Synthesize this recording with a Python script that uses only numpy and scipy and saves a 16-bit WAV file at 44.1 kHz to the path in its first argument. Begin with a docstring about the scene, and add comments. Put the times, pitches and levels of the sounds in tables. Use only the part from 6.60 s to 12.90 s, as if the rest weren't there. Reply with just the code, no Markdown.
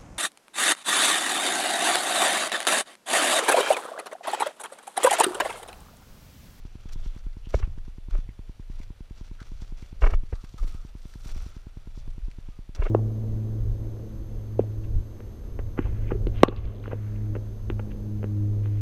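"""Slow steps on brittle lava crust, outdoors, close to a hand-held camera.
From the start wind rumbles, and an electrical pulse like a radio beacon's thumps ten times a second.
Soles scuff over glassy grit, chips snap, and footfalls jolt the microphone. Near 1 s the hollow crust
crunches and knocks under full weight; the heaviest step lands near 3.5 s. Long, gritty slides follow,
and a last step breaks the crust just after 6 s."""
import sys
import numpy as np
from scipy import signal
from scipy.fft import rfft, irfft, next_fast_len
from scipy.io import wavfile
from scipy.ndimage import uniform_filter1d

SR = 44100
rng = np.random.default_rng(int(sys.argv[2]) if len(sys.argv) > 2 else 0)


def persist_wave(psi):
    """Save psi, clipped to +-1, as 16-bit WAV."""
    counts = np.round(np.clip(psi, -1, 1) * 32767).astype(np.int16)
    wavfile.write(sys.argv[1], SR, np.atleast_2d(counts).T)


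N = 277830
T = np.arange(N) / SR


def undb(db):
    """Decibels to gain."""
    return 10 ** (np.asarray(db) / 20)


def unit(x):
    """Scale to rms 1."""
    return x / np.sqrt(np.mean(x ** 2))


def add(track, s, sound):
    """Mix a short sound in at s seconds."""
    i = max(int(s * SR), 0)
    track[i:i + len(sound)] += sound[:max(N - i, 0)]


def cut(x, hz, kind, order):
    """Butterworth filter."""
    return signal.sosfilt(signal.butter(order, hz, kind, fs=SR, output="sos"), x)


def colour(x, points):
    """EQ x along a curve of (Hz, dB) points, rolling off past both ends; rms 1."""
    hz, db = np.transpose(points)
    size = next_fast_len(N)
    f = np.maximum(np.fft.rfftfreq(size, 1 / SR), 1)
    curve = undb(np.interp(np.log(f), np.log(hz), db))
    skirt = np.minimum(f / hz[0], 1) * np.minimum(hz[-1] / f, 1)
    return unit(irfft(rfft(x, size) * curve * skirt ** 2, size)[:N])


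def ring(x, hz, width):
    """One resonance, gain 1 at its centre."""
    hz = min(hz, SR / 3)
    q = hz / min(width, SR / 4)
    return signal.lfilter(*signal.iirpeak(hz, q, fs=SR), x)


def drift(rate):
    """A smooth random wobble with a spread near 1 and `rate` turns a second."""
    hold = max(int(SR / rate), 1)
    steps = np.repeat(rng.standard_normal(N // hold + 1), hold)
    return unit(uniform_filter1d(steps, hold))[:N]


def grains(rate, spread_db):
    """About `rate` tiny impacts a second, of either sign: many weak, a few strong."""
    chance = rng.random(N) * SR / rate
    hits = np.flatnonzero(chance < 1)
    strength = np.minimum(-np.log(chance[hits]), 4)
    out = np.zeros(N)
    out[hits] = (-1) ** hits * undb(spread_db * strength)
    return unit(out)


def burst(texture, middle, half_length):
    """A stretch of grains under a load that swells and fades; times in seconds."""
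    load = np.hanning(max(int(2 * half_length * SR), 16))
    return load * unit(texture.take(int(middle * SR) + np.arange(len(load)), mode="wrap"))


# Tone of the deep rumble and of the airy hiss. Each row: frequency in Hz, relative level in dB.
RUMBLE_EQ = [(12, -7.5), (24, 6.5), (40, -9.5), (70, -15.5), (120, -23), (250, -56), (600, -48)]
AIR_EQ = [(150, -5), (500, 0), (1100, -6.5), (2600, -5.5), (5000, -10.5), (8000, -15.5), (15000, -23.5)]
# Gusts. Each row: peak time in seconds, lift above the lull in dB.
WIND_GUSTS = [(0.42, 7.5), (1.06, 10), (1.62, 10), (2.17, 10), (2.95, 5.5), (3.5, 16), (4.12, 8),
              (4.76, 12), (5.46, 9.5)]


def wind(lull_db=-40.5, swell_s=0.13):
    """Gusts swell and die away on the microphone, over a faint, even hiss of open air."""
    gust_db = sum(db * np.exp(-((T - peak) / swell_s) ** 2) for peak, db in WIND_GUSTS)
    level = undb(lull_db + gust_db + 2.0 * drift(6.1))
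    rumble = level * colour(rng.standard_normal(N), RUMBLE_EQ)
    hiss = undb(-66.0) * colour(rng.standard_normal(N), AIR_EQ)
    return rumble + hiss


def slide(start, length, attack_s=0.003, release_s=0.0079):
    """Envelope of a sliding sole: it bites, holds, then the grit settles."""
    ease = 0.1 * length  # long slides start and end more gently
    rise = np.clip((T - start + attack_s) / (attack_s + ease), 0, 1)
    settle = np.exp(-np.maximum(T - start - length, 0) / (release_s + ease / 2))
    return rise * settle


# Tone of the three sizes of grit. Each row: frequency in Hz, relative level in dB.
SAND_EQ = [(1500, -14), (2500, -9), (3500, 0), (4400, 0.5), (5600, 3), (6500, -0.5), (7600, -5),
           (10000, -29.5)]
COARSE_EQ = [(200, 7.5), (420, 0.5), (650, 2), (950, -2.5), (1350, 3), (1800, -4.5), (2400, -2), (3500, -8),
             (6000, -23)]
FINE_EQ = [(5500, -14), (8000, -0.5), (9600, -4), (11500, -11.5), (13700, -4.5), (15500, -25)]
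# The bed of grit shifting under standing feet: levels in dB of sand, coarse crumbs and fine flakes.
GRIT_BED_DB = [-74, -70, -88]
# Scuffs. Each row: start in seconds, length in seconds, sand level in dB,
# then coarse crumbs and fine flakes, both in dB relative to the sand.
SOLE_SCUFFS = [(0.26, 0.33, -69, 5, -10), (0.323, 0.012, -55, -6, -10.5), (0.434, 0.025, -61.5, 1.5, -16),
               (0.89, 0.025, -60, 0, -13), (0.917, 0.084, -57, 3, -15), (1.009, 0.047, -69, 14, -14),
               (1.495, 0.11, -67.5, 6, -14), (2.082, 0.15, -67, 2, -12), (2.53, 0.23, -70, 3, -20),
               (2.763, 0.31, -66, 0.5, -13), (3.164, 0.12, -65, 2.5, -11), (3.406, 0.072, -55, 2.5, -14),
               (3.496, 0.053, -60.5, 6, -10), (3.69, 0.28, -66.5, -9, -10), (3.979, 0.022, -56, -1, -7),
               (4.0, 0.18, -62.5, 0.5, -7), (4.2, 0.11, -67, -1, -11), (4.363, 0.28, -65.5, -3, -6.5),
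               (4.642, 0.081, -55.5, -2, -10), (4.735, 0.15, -61, 2.5, -7.5), (4.862, 0.15, -66, 2, -12),
               (5.356, 0.049, -61, -22, -15.5), (5.458, 0.076, -77, 4, -1), (6.151, 0.006, -51.5, 3.5, -13),
               (6.178, 0.14, -67.5, 12.5, -10)]


def grit(sway_db=1.8, grip_db=2.5):
    """Soles grind sand, coarse crumbs and fine glass flakes; the grip comes and goes."""
    power = np.outer(undb(GRIT_BED_DB), undb(sway_db * drift(3.18))) ** 2  # one row per grit size
    for start, length, db, coarse_db, fine_db in SOLE_SCUFFS:
        gains = undb([db, db + coarse_db, db + fine_db])
        power += np.outer(gains, slide(start, length)) ** 2
    sand = colour(grains(rate=5000, spread_db=5.0), SAND_EQ)
    coarse = colour(grains(rate=3000, spread_db=5.0), COARSE_EQ)
    fine = colour(grains(rate=3200, spread_db=5.0), FINE_EQ)
    grip = undb(grip_db * drift(70))
    return grip * np.sum(np.sqrt(power) * [sand, coarse, fine], axis=0)


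def beacon(start_s=0.0527, period_s=0.102383):
    """Every electrical pulse tugs at the microphone's supply, then pulls it down in a short ramp."""
    drain, tug = np.zeros(N), np.zeros(N)
    for s in np.arange(start_s, N / SR, period_s):
        add(drain, s, np.ones(1))
        add(tug, s - 0.0028, np.hanning(int(0.0013 * SR)))
    ramps = uniform_filter1d(np.cumsum(drain), int(0.0016 * SR))
    thump = undb(-25.0) * cut(ramps, 2700, "low", order=1)
    tick = undb(-45.5) * cut(tug, 370, "high", order=1)
    return -thump - tick


# Pitched drags. Each row: middle in seconds, half-length in seconds, level in dB,
# pitch in Hz, nominal bandwidth in Hz.
SOLE_SCRAPES = [(0.42, 0.3, -71.5, 3350, 700), (0.857, 0.046, -64.5, 2900, 700),
                (1.699, 0.032, -66, 2080, 500), (2.217, 0.037, -66, 2190, 400),
                (2.805, 0.031, -58.5, 1430, 300), (3.234, 0.042, -66, 2140, 900),
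                (3.808, 0.13, -67.5, 1230, 200), (3.991, 0.016, -53.5, 1200, 199),
                (4.143, 0.25, -68.5, 1290, 174), (4.76, 0.23, -68, 5700, 800), (4.84, 0.62, -72, 1326, 230),
                (5.935, 0.073, -73, 1227, 25)]


def scrapes():
    """A sole drags, and its dense, uneven slips make one note of the crust sing."""
    out, slips = np.zeros(N), grains(rate=3000, spread_db=6.5)
    for middle, half_length, db, hz, width in SOLE_SCRAPES:
        drag = burst(slips, middle, half_length)
        note = ring(ring(drag, hz, 0.66 * width), hz, 3 * width)
        add(out, middle - half_length, undb(db) * unit(note))
    return out


def crumbs(per_s=5, db=-58, spread_db=3.5, hz=1900, spread_octaves=0.3):
    """Faint chips scattered at random, as rows like those of LOUD_CHIPS."""
    draws = rng.standard_normal((int(per_s * N / SR), 3))
    return [((k + late) / per_s, db + spread_db * loud, hz * 2 ** (spread_octaves * high))
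            for k, (late, loud, high) in enumerate(draws)]


# The snaps that stand out. Each row: start in seconds, peak level in dB, centre frequency in Hz.
LOUD_CHIPS = [(0.5754, -47, 1310), (1.073, -51, 2160), (1.1828, -49, 1380), (1.509, -43, 1280),
              (1.579, -46.5, 1320), (2.803, -42, 1450), (2.827, -42, 1430), (3.0174, -42.5, 5500),
              (3.5064, -37.5, 1450), (3.7547, -44.5, 1220), (3.8452, -44, 1330), (3.986, -51, 1240),
              (4.5372, -44.5, 1340), (5.476, -51.5, 1290), (5.7137, -44.5, 2070)]


def chips(tail_t60_s=0.034, snap_decay_s=0.0029):
    """Each chip snaps at once and trails a quickly fading spray."""
    out, t = np.zeros(N), T[:SR // 16]
    fade = undb(-60 * t / tail_t60_s) + 0.8 * np.exp(-t / snap_decay_s)
    for start, db, hz in list(LOUD_CHIPS) + crumbs():
        spray = rng.standard_normal(len(t)) * fade
        snap = ring(spray, hz, width=0.46 * hz) + undb(-11) * ring(spray, 4300, width=3000)
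        snap = cut(snap, 6700, "low", order=2)
        snap = cut(snap, 540, "high", order=2)
        add(out, start, undb(db) * snap / np.abs(snap).max())
    return out


# Handling bumps. Each row: middle in seconds, level in dB before the bass roll-off,
# half-length in seconds.
FOOTFALL_JOLTS = [(0.466, -15.5, 0.022), (0.648, -17.5, 0.021), (0.95, -7.5, 0.0087),
                  (1.035, -11.5, 0.0099), (1.531, -3.5, 0.026), (3.431, -1.5, 0.015), (3.54, -10.5, 0.012),
                  (3.732, -13.5, 0.0094), (4.017, -10, 0.02), (5.635, -14.5, 0.018), (6.197, -10.5, 0.011),
                  (6.232, -12, 0.023)]


def jolts(rebound_delay_s=0.0362, rebound_half_s=0.034, rebound_db=-5.5):
    """Each footfall pushes the microphone once; the hand gives and swings back more softly."""
    out = np.zeros(N)
    for middle, db, half_length in FOOTFALL_JOLTS:
        push = (middle, db, half_length)
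        rebound = (middle + rebound_delay_s, db + rebound_db, rebound_half_s)
        for at, level_db, half in (push, rebound):
            add(out, at - half, undb(level_db) * np.hanning(int(2 * half * SR)) ** 2)
    return out


# The crust's hollow body and brittle edge. Each row: pitch in Hz, bandwidth in Hz, relative gain in dB.
BODY_MODES = [(407, 54, -4.5), (492, 120, -4), (629, 66, -5.5)]
EDGE_MODES = [(970, 330, -3), (1290, 173, -5.5), (1730, 15, -12.5), (2184, 56, -8), (2700, 140, -6.5)]
# The crust gives way. Each row: middle in seconds, half-length in seconds, drive in dB,
# hardness in dB (tilts the drive from body to edge).
CRUST_BREAKS = [(0.9433, 0.0057, -24, -2.5), (0.994, 0.017, -47.5, 9), (1.029, 0.007, -36.5, 13.5),
                (1.536, .02, -50.5, -2), (1.554, .006, -39, -4), (3.423, 0.007, -24, 5),
                (3.441, 0.014, -21.5, 4), (3.468, .013, -22.5, 3.5), (3.505, 0.044, -41.5, -3),
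                (3.5382, 0.0066, -27.5, 6.5), (3.732, 0.014, -40, -1), (4.033, 0.013, -54, -20),
                (6.201, 0.06, -48, -2), (6.2242, .010, -31, 2), (6.265, .019, -33, 1)]


def crunches():
    """Bursts of tiny fractures ring the hollow crust; a harder break favours its upper modes."""
    soft, hard = np.zeros(N), np.zeros(N)
    fractures = grains(rate=6000, spread_db=2.5)
    for middle, half_length, db, hardness_db in CRUST_BREAKS:
        cracks = burst(fractures, middle, half_length)
        add(soft, middle - half_length, undb(db - hardness_db / 2) * cracks)
        add(hard, middle - half_length, undb(db + hardness_db / 2) * cracks)
    body = sum(undb(db) * ring(soft, hz, width) for hz, width, db in BODY_MODES)
    edge = sum(undb(db) * ring(hard, hz, width) for hz, width, db in EDGE_MODES)
    crust = cut(undb(18.0) * body + undb(8.0) * edge, 220, "high", order=2)
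    return cut(crust, 2590, "low", order=8) + undb(-26.5) * crust  # dark, with a trace of top


# Loose slabs. Each row: start in seconds, peak level in dB, pitch in Hz, seconds to fade by 60 dB.
SLAB_KNOCKS = [(0.9429, -14, 534, 0.01), (1.000, -35.5, 394, 0.023), (1.550, -36.5, 608, .03),
               (3.7268, -28.5, 413, .018), (6.193, -43, 510, .015), (6.266, -30.5, 460, 0.021)]


def knocks(attack_s=0.00072):
    """A rocking slab gives a dead knock of a few cycles."""
    out, t = np.zeros(N), T[:SR // 10]
    for start, db, hz, t60 in SLAB_KNOCKS:
        envelope = (1 - np.exp(-t / attack_s)) * undb(-60 * t / t60)
        knock = -np.sin(2 * np.pi * hz * t) * envelope
        add(out, start, undb(db) * knock / np.abs(knock).max())
    return out


def scene():
    """The mono mix; the microphone's bass roll-off turns pushes and ramps into slow swings."""
    swings = cut(beacon() - jolts(), 24.0, "high", order=4)
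    return (swings + wind() + grit() + scrapes() + chips() + crunches() + knocks())[None]


# The camera's case rings around the microphone. Each row: centre in Hz, width in Hz, boost or cut in dB.
CASE_EQ = [(3500, 64, 5.5), (3600, 100, -8.5), (5200, 200, 2), (5180, 400, -7.5), (5220, 160, -0.5),
           (6610, 470, -5), (7070, 120, 2), (7740, 1000, -4), (8060, 300, 1.5), (9700, 290, 2),
           (9880, 460, -1.5), (10560, 470, 2)]


def record(dry, top_hz=15300):
    """The case colours the treble with narrow peaks and dips; the camera cuts the top."""
    for hz, width, db in CASE_EQ:
        dry = dry + (undb(db) - 1) * ring(dry, hz, width)
    return signal.sosfilt(signal.ellip(8, 0.2, 70, top_hz, fs=SR, output="sos"), dry)


dry = scene()
out = record(dry)
persist_wave(out)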